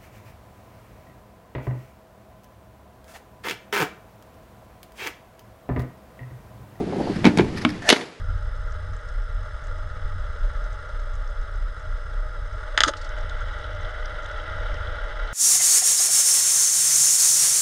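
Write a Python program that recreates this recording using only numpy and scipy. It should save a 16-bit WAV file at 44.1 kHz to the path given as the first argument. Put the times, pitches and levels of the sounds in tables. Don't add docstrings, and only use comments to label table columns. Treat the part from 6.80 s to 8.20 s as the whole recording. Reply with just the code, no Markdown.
import sys
import numpy as np
from scipy import signal
from scipy.io import wavfile

SR = 44100
rng = np.random.default_rng(int(sys.argv[2]) if len(sys.argv) > 2 else 0)


def dump(signal):
    limited = np.clip(np.atleast_2d(signal).T, -1, 1)
    pcm = np.round(limited * 32767).astype(np.int16)
    wavfile.write(sys.argv[1], SR, pcm)


N = 61739
TIME_S = np.arange(N) / SR
PUSH_S = 0.0036
# f/Hz, level/dB, t60/s
DECK_MODES = [(272, 5, 0.034), (386.4, 14.5, 0.024), (476.3, -10, 0.13), (613, 1, 0.057), (705, -1, 0.035),
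              (814, -10, 0.031), (907, -8, 0.063)]


def ramp_hits(deck_db=-7, boom_width_oct=0.37):
    # t/s, boom/dB, boom centre/Hz, clack/dB, clack cutoff/Hz, chatter decay/s
    hits = [(0.444, -26, 165, -20.5, 2440, 0.0099), (0.4494, -12, 174, -32, 6400, 0.027),
            (0.454, -12, 213, -14.5, 2690, 0.02), (0.4649, -14.5, 234, -18, 2730, 0.014),
            (.4705, -6, 228, -27, 2470, 0.0095), (.574, -17, 147, -25, 8800, 0.006),
            (0.586, -16.5, 162, -21, 3020, 0.011), (.595, -10, 383, -20, 1650, 0.015),
            (0.607, -18, 128, -28.5, 2550, 0.013)]
    # f/Hz, level/dB, t60/s
    ramp_modes = [(136, -3, 0.042), (179, -2, 0.066), (220, 11.5, 0.032), (258, 8, 0.064),
                  (298.5, -8.5, 0.29), (354, 9.5, 0.055), (400, 0.5, 0.041)]
    # f/Hz, level/dB
    clack_spectrum = [(100, -11), (400, -2.5), (560, -6.5), (850, 2.5), (1150, -8.5), (1600, -1),
                      (1950, -4.5), (2250, 2.5), (2800, -6), (5000, -6.5), (8000, -12.5), (11000, -11)]
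    out, t = np.zeros(N), TIME_S[:N // 3]
    for s, boom_db, centre_hz, clack_db, cutoff_hz, chatter_s in hits:
        excited = [(hz, db - 6 * (np.log2(hz / centre_hz) / boom_width_oct) ** 2, t60)
                   for hz, db, t60 in ramp_modes]
        boom = -ring(excited, t) * (1 - np.exp(-t / PUSH_S))
        clack = colour(contact(t, cutoff_hz, chatter_db=0.5, chatter_s=chatter_s), clack_spectrum)
        add(out, s, blow(highpass(boom, hz=96), boom_db))
        add(out, s, blow(clack, clack_db))
        add(out, s, blow(highpass(ring(DECK_MODES, t), hz=368), clack_db + deck_db))
    return out


def landing(ring_db=-10, truck_t60_s=0.06):
    # t/s, thud/dB, clack/dB, clack cutoff/Hz
    hits = [(1.089, -25, -22, 3230), (1.091, -32, -9.5, 6400), (1.095, -31, -24, 5000),
            (1.1016, -39, -9.5, 4460), (1.106, -24.5, -15, 4530), (1.114, -24, -31, 4450),
            (1.123, -21.5, -24.5, 3500), (1.1269, -10.5, -15, 2620), (1.162, -42, -29.5, 3000),
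            (1.166, -37, -29.5, 3020), (1.211, -53, -34, 2260)]
    # f/Hz, level/dB
    truck_modes = [(1529, -10), (2078, -7), (2210, -3), (2275, -4), (2713, -8), (3020, 0), (3494, -5),
                   (3669, -1), (3895, 0), (4457, -1), (5014, -2), (6557, -1)]
    # f/Hz, level/dB
    slap_spectrum = [(100, -25), (300, -7.5), (700, -0.5), (1200, -5), (2200, 1.5), (2700, -2.5), (3500, 4),
                     (5400, -1), (6500, -0.5), (7600, -9), (11000, -3)]
    out, t = np.zeros(N), TIME_S[:N // 4]
    trucks = ring([(hz, db, truck_t60_s) for hz, db in truck_modes], t)
    deck = highpass(ring(DECK_MODES, t), hz=205)
    for s, thud_db, clack_db, cutoff_hz in hits:
        clack = colour(contact(t, cutoff_hz, chatter_db=-5, chatter_s=0.011), slap_spectrum)
        metal = signal.fftconvolve(clack, trucks)[:len(t)]
        add(out, s, blow(clack, clack_db) + blow(metal, clack_db + ring_db) + blow(deck, thud_db))
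    return out


def pop(at_s=0.8498):
    # f/Hz, level/dB
    crack_spectrum = [(200, -4), (480, -8), (700, 4), (950, -1.5), (1150, 3.5), (1950, -6), (2300, 5),
                      (2750, -6.5), (3400, -5.5), (4300, -13), (10000, 2)]
    # f/Hz, level/dB, t60/s
    airborne_modes = [(203, -13, 0.29), (244, 7, 0.089), (302.4, -2.5, 0.27), (633, -8, 0.073)]
    out, t = np.zeros(N), TIME_S[:N // 3]
    force = contact(t, cutoff_hz=3860, chatter_db=-1.5, chatter_s=0.005, order=4)
    boom = ring(airborne_modes, t) * (1 - np.exp(-t / PUSH_S))
    add(out, at_s, blow(colour(force, crack_spectrum), db=-16) + blow(boom, db=-11.5))
    return out


def rolling():
    # t/s, level/dB
    on_concrete = [(0, -23), (.055, -32), (.09, -30), (.12, -35), (.205, -21.5), (.245, -31), (.3, -29.5),
                   (.47, -51), (1.12, -88), (1.17, -35.5), (1.24, -40), (1.31, -57)]
    on_ramp = [(.42, -30.5), (.47, -16.5), (.53, -28), (.57, -26), (.64, -23), (.7, -31), (.8, -32),
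               (.9, -32), (1, -35), (1.12, -53)]
    # f/Hz, level/dB
    deck_spectrum = [(40, -9), (110, -18), (170, 0), (270, -1), (420, 0.5), (550, -14.5), (700, -10.5),
                     (900, -16.5), (1150, -31), (2500, -51.5)]
    plywood_spectrum = [(40, 4), (100, -5.5), (180, 5), (340, -2), (500, -10), (1000, -23), (8000, -50)]
    return envelope(on_concrete) * rattle(deck_spectrum) + envelope(on_ramp) * rattle(plywood_spectrum)


def bumps(chatter_gain=0.056, decay_s=0.023, edge_ratio=1.5):
    # t/s, level/dB, centre/Hz
    flaws = [(.125, -25, 522), (.179, -38, 297), (.202, -23.5, 514), (.272, -28, 570), (.296, -18, 250),
             (0.361, -20, 203)]
    out, t = np.zeros(N), TIME_S[:N // 10]
    for s, db, hz in flaws:
        chatter = chatter_gain * rng.standard_normal(len(t)) * np.exp(-t / decay_s)
        jolt = signal.unit_impulse(len(t)) + chatter
        add(out, s, blow(band(jolt, (hz / edge_ratio, hz * edge_ratio)), db))
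    return out


def scuffs():
    # peak t/s, half length/s, level/dB
    patches = [(.134, 0.0053, -30), (.213, 0.0088, -29.5), (.28, 0.007, -32)]
    rubs = [(.364, 0.0081, -40), (.78, 0.011, -31.5), (.821, 0.0065, -32.5), (.893, 0.0023, -29),
            (.905, 0.004, -35.5)]
    # f/Hz, level/dB
    rub_spectrum = [(300, -32), (1000, -5.5), (1800, 4), (3000, -13), (5200, -2.5), (7000, -24.5),
                    (11000, -21.5)]
    scrape_spectrum = [(200, -31), (700, 6), (1150, -12), (1500, -4), (1800, 7), (2200, -14), (4000, -19),
                       (6000, -15), (10000, -31)]
    # t/s, level/dB
    scrape_levels = [(1.012, -80), (1.022, -33), (1.035, -42), (1.06, -33), (1.087, -22.5), (1.11, -82)]
    growl = swells(patches) * band(grit(), edges_hz=(404, 863))
    scrub = swells([(0.275, 0.065, -50)]) * band(rng.standard_normal(N), edges_hz=(4250, 4860))
    rubbing = swells(rubs) * unit_rms(hiss(rub_spectrum) + 0.69 * rattle(rub_spectrum))
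    scrape = envelope(scrape_levels) * hiss(scrape_spectrum)
    return growl + scrub + rubbing + scrape


def bearings():
    # t/s, level/dB
    levels = [(0, -48), (.22, -41.5), (.36, -39.5), (.7, -42.5), (.85, -39), (1, -44.5), (1.2, -35.5),
              (1.3, -46), (1.4, -51)]
    # f/Hz, level/dB
    spectrum = [(200, 8), (2000, 9.5), (3000, 3.5), (4900, 0.5), (6000, -5.5), (11000, -18)]
    return envelope(levels) * unit_rms(hiss(spectrum) + 0.58 * rattle(spectrum))


def yard_echo(x, gain_db=-15, delay_s=0.012, echoes_per_s=2500):
    # f/Hz, t60/s
    decay_times = [(150, 0.077), (500, 0.61), (1500, 0.11), (4000, 0.17), (10000, 0.36)]
    taps = rng.standard_normal(N // 2) * (rng.random(N // 2) < echoes_per_s / SR)
    hz, t, bands = signal.stft(taps, SR, nperseg=256)
    t60_s = np.interp(hz, *np.transpose(decay_times))[:, None]
    tail = signal.istft(bands * np.exp(-np.log(1000) * t / t60_s), SR)[1]
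    out = np.zeros(N)
    add(out, delay_s, signal.fftconvolve(x, tail / np.linalg.norm(tail)))
    return amp(gain_db) * highpass(out, hz=222)


def wind():
    # t/s, level/dB
    gusts = [(0, -34), (.1, -49), (.3, -35), (.43, -31.5), (.52, -58), (.61, -32.5), (1.03, -39),
             (1.11, -47), (1.17, -79)]
    # f/Hz, level/dB
    spectrum = [(10, 0), (45, -4.5), (90, 5), (170, -2.5), (400, -42), (2000, -70)]
    return envelope(gusts) * hiss(spectrum)


def outdoor_air(level_db=-56):
    # f/Hz, level/dB
    spectrum = [(20, -18), (150, -10), (500, 12), (1000, -28), (2500, -3), (4500, -24), (7000, -10),
                (11000, -54)]
    return amp(level_db) * hiss(spectrum)


def contact(t, cutoff_hz, chatter_db, chatter_s, order=2, crunch_s=0.0012):
    crunch, chatter = rng.standard_normal((2, len(t)))
    force = blow(crunch * np.exp(-t / crunch_s), 0) + blow(chatter * np.exp(-t / chatter_s), chatter_db)
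    return signal.lfilter(*signal.butter(order, cutoff_hz, fs=SR), force)


def grit(grains_per_s=1100, spread_db=2.5):
    sizes = amp(spread_db * np.minimum(rng.exponential(1, N), 3))
    return sizes * rng.choice([-1, 1], N) * (rng.random(N) < grains_per_s / SR)


def rattle(spectrum):
    return unit_rms(colour(grit(), spectrum))


def hiss(spectrum):
    return unit_rms(colour(rng.standard_normal(N), spectrum))


def ring(modes, t):
    return sum(amp(db) * np.exp(-np.log(1000) * t / t60) * np.sin(2 * np.pi * hz * t)
               for hz, db, t60 in modes)


def colour(x, spectrum):
    points_hz, db = np.transpose(spectrum)
    hz = abs(np.fft.fftfreq(8192, 1 / SR))
    log_gain = np.log(amp(np.interp(np.log(hz + 1), np.log(points_hz), db)))
    taps = np.fft.ifft(np.exp(np.conj(signal.hilbert(log_gain)))).real[:4096]
    return signal.fftconvolve(x, taps)[:len(x)]


def highpass(x, hz):
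    return signal.sosfilt(signal.butter(3, hz, "highpass", fs=SR, output="sos"), x)


def band(x, edges_hz):
    return unit_rms(signal.sosfilt(signal.butter(3, edges_hz, "bandpass", fs=SR, output="sos"), x))


def envelope(points):
    return amp(np.interp(TIME_S, *np.transpose(points)))


def swells(rows):
    return sum(amp(db) * np.exp(-((TIME_S - s) / half_s) ** 2) for s, half_s, db in rows)


def blow(x, db, span_s=0.01):
    return amp(db) * x * np.sqrt(span_s * SR / np.sum(x ** 2))


def unit_rms(x):
    return x / np.sqrt(np.mean(x ** 2) + 1e-20)


def amp(db):
    return 10 ** (np.asarray(db) / 20)


def add(mix, at_s, sound):
    part = mix[round(at_s * SR):][:len(sound)]
    part += sound[:len(part)]


def scene():
    board = rolling() + bearings() + bumps() + ramp_hits() + pop() + landing() + scuffs()
    board = highpass(board, hz=62.5)
    return (board + yard_echo(board) + wind() + outdoor_air())[None]


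def record(dry):
    clipped = np.clip(dry, -0.9, 0.9)
    lowpass = signal.firwin(301, 11600, window=("kaiser", 8), fs=SR)
    return signal.oaconvolve(clipped, lowpass[None], "same")


dry = scene()
out = record(dry)
dump(out)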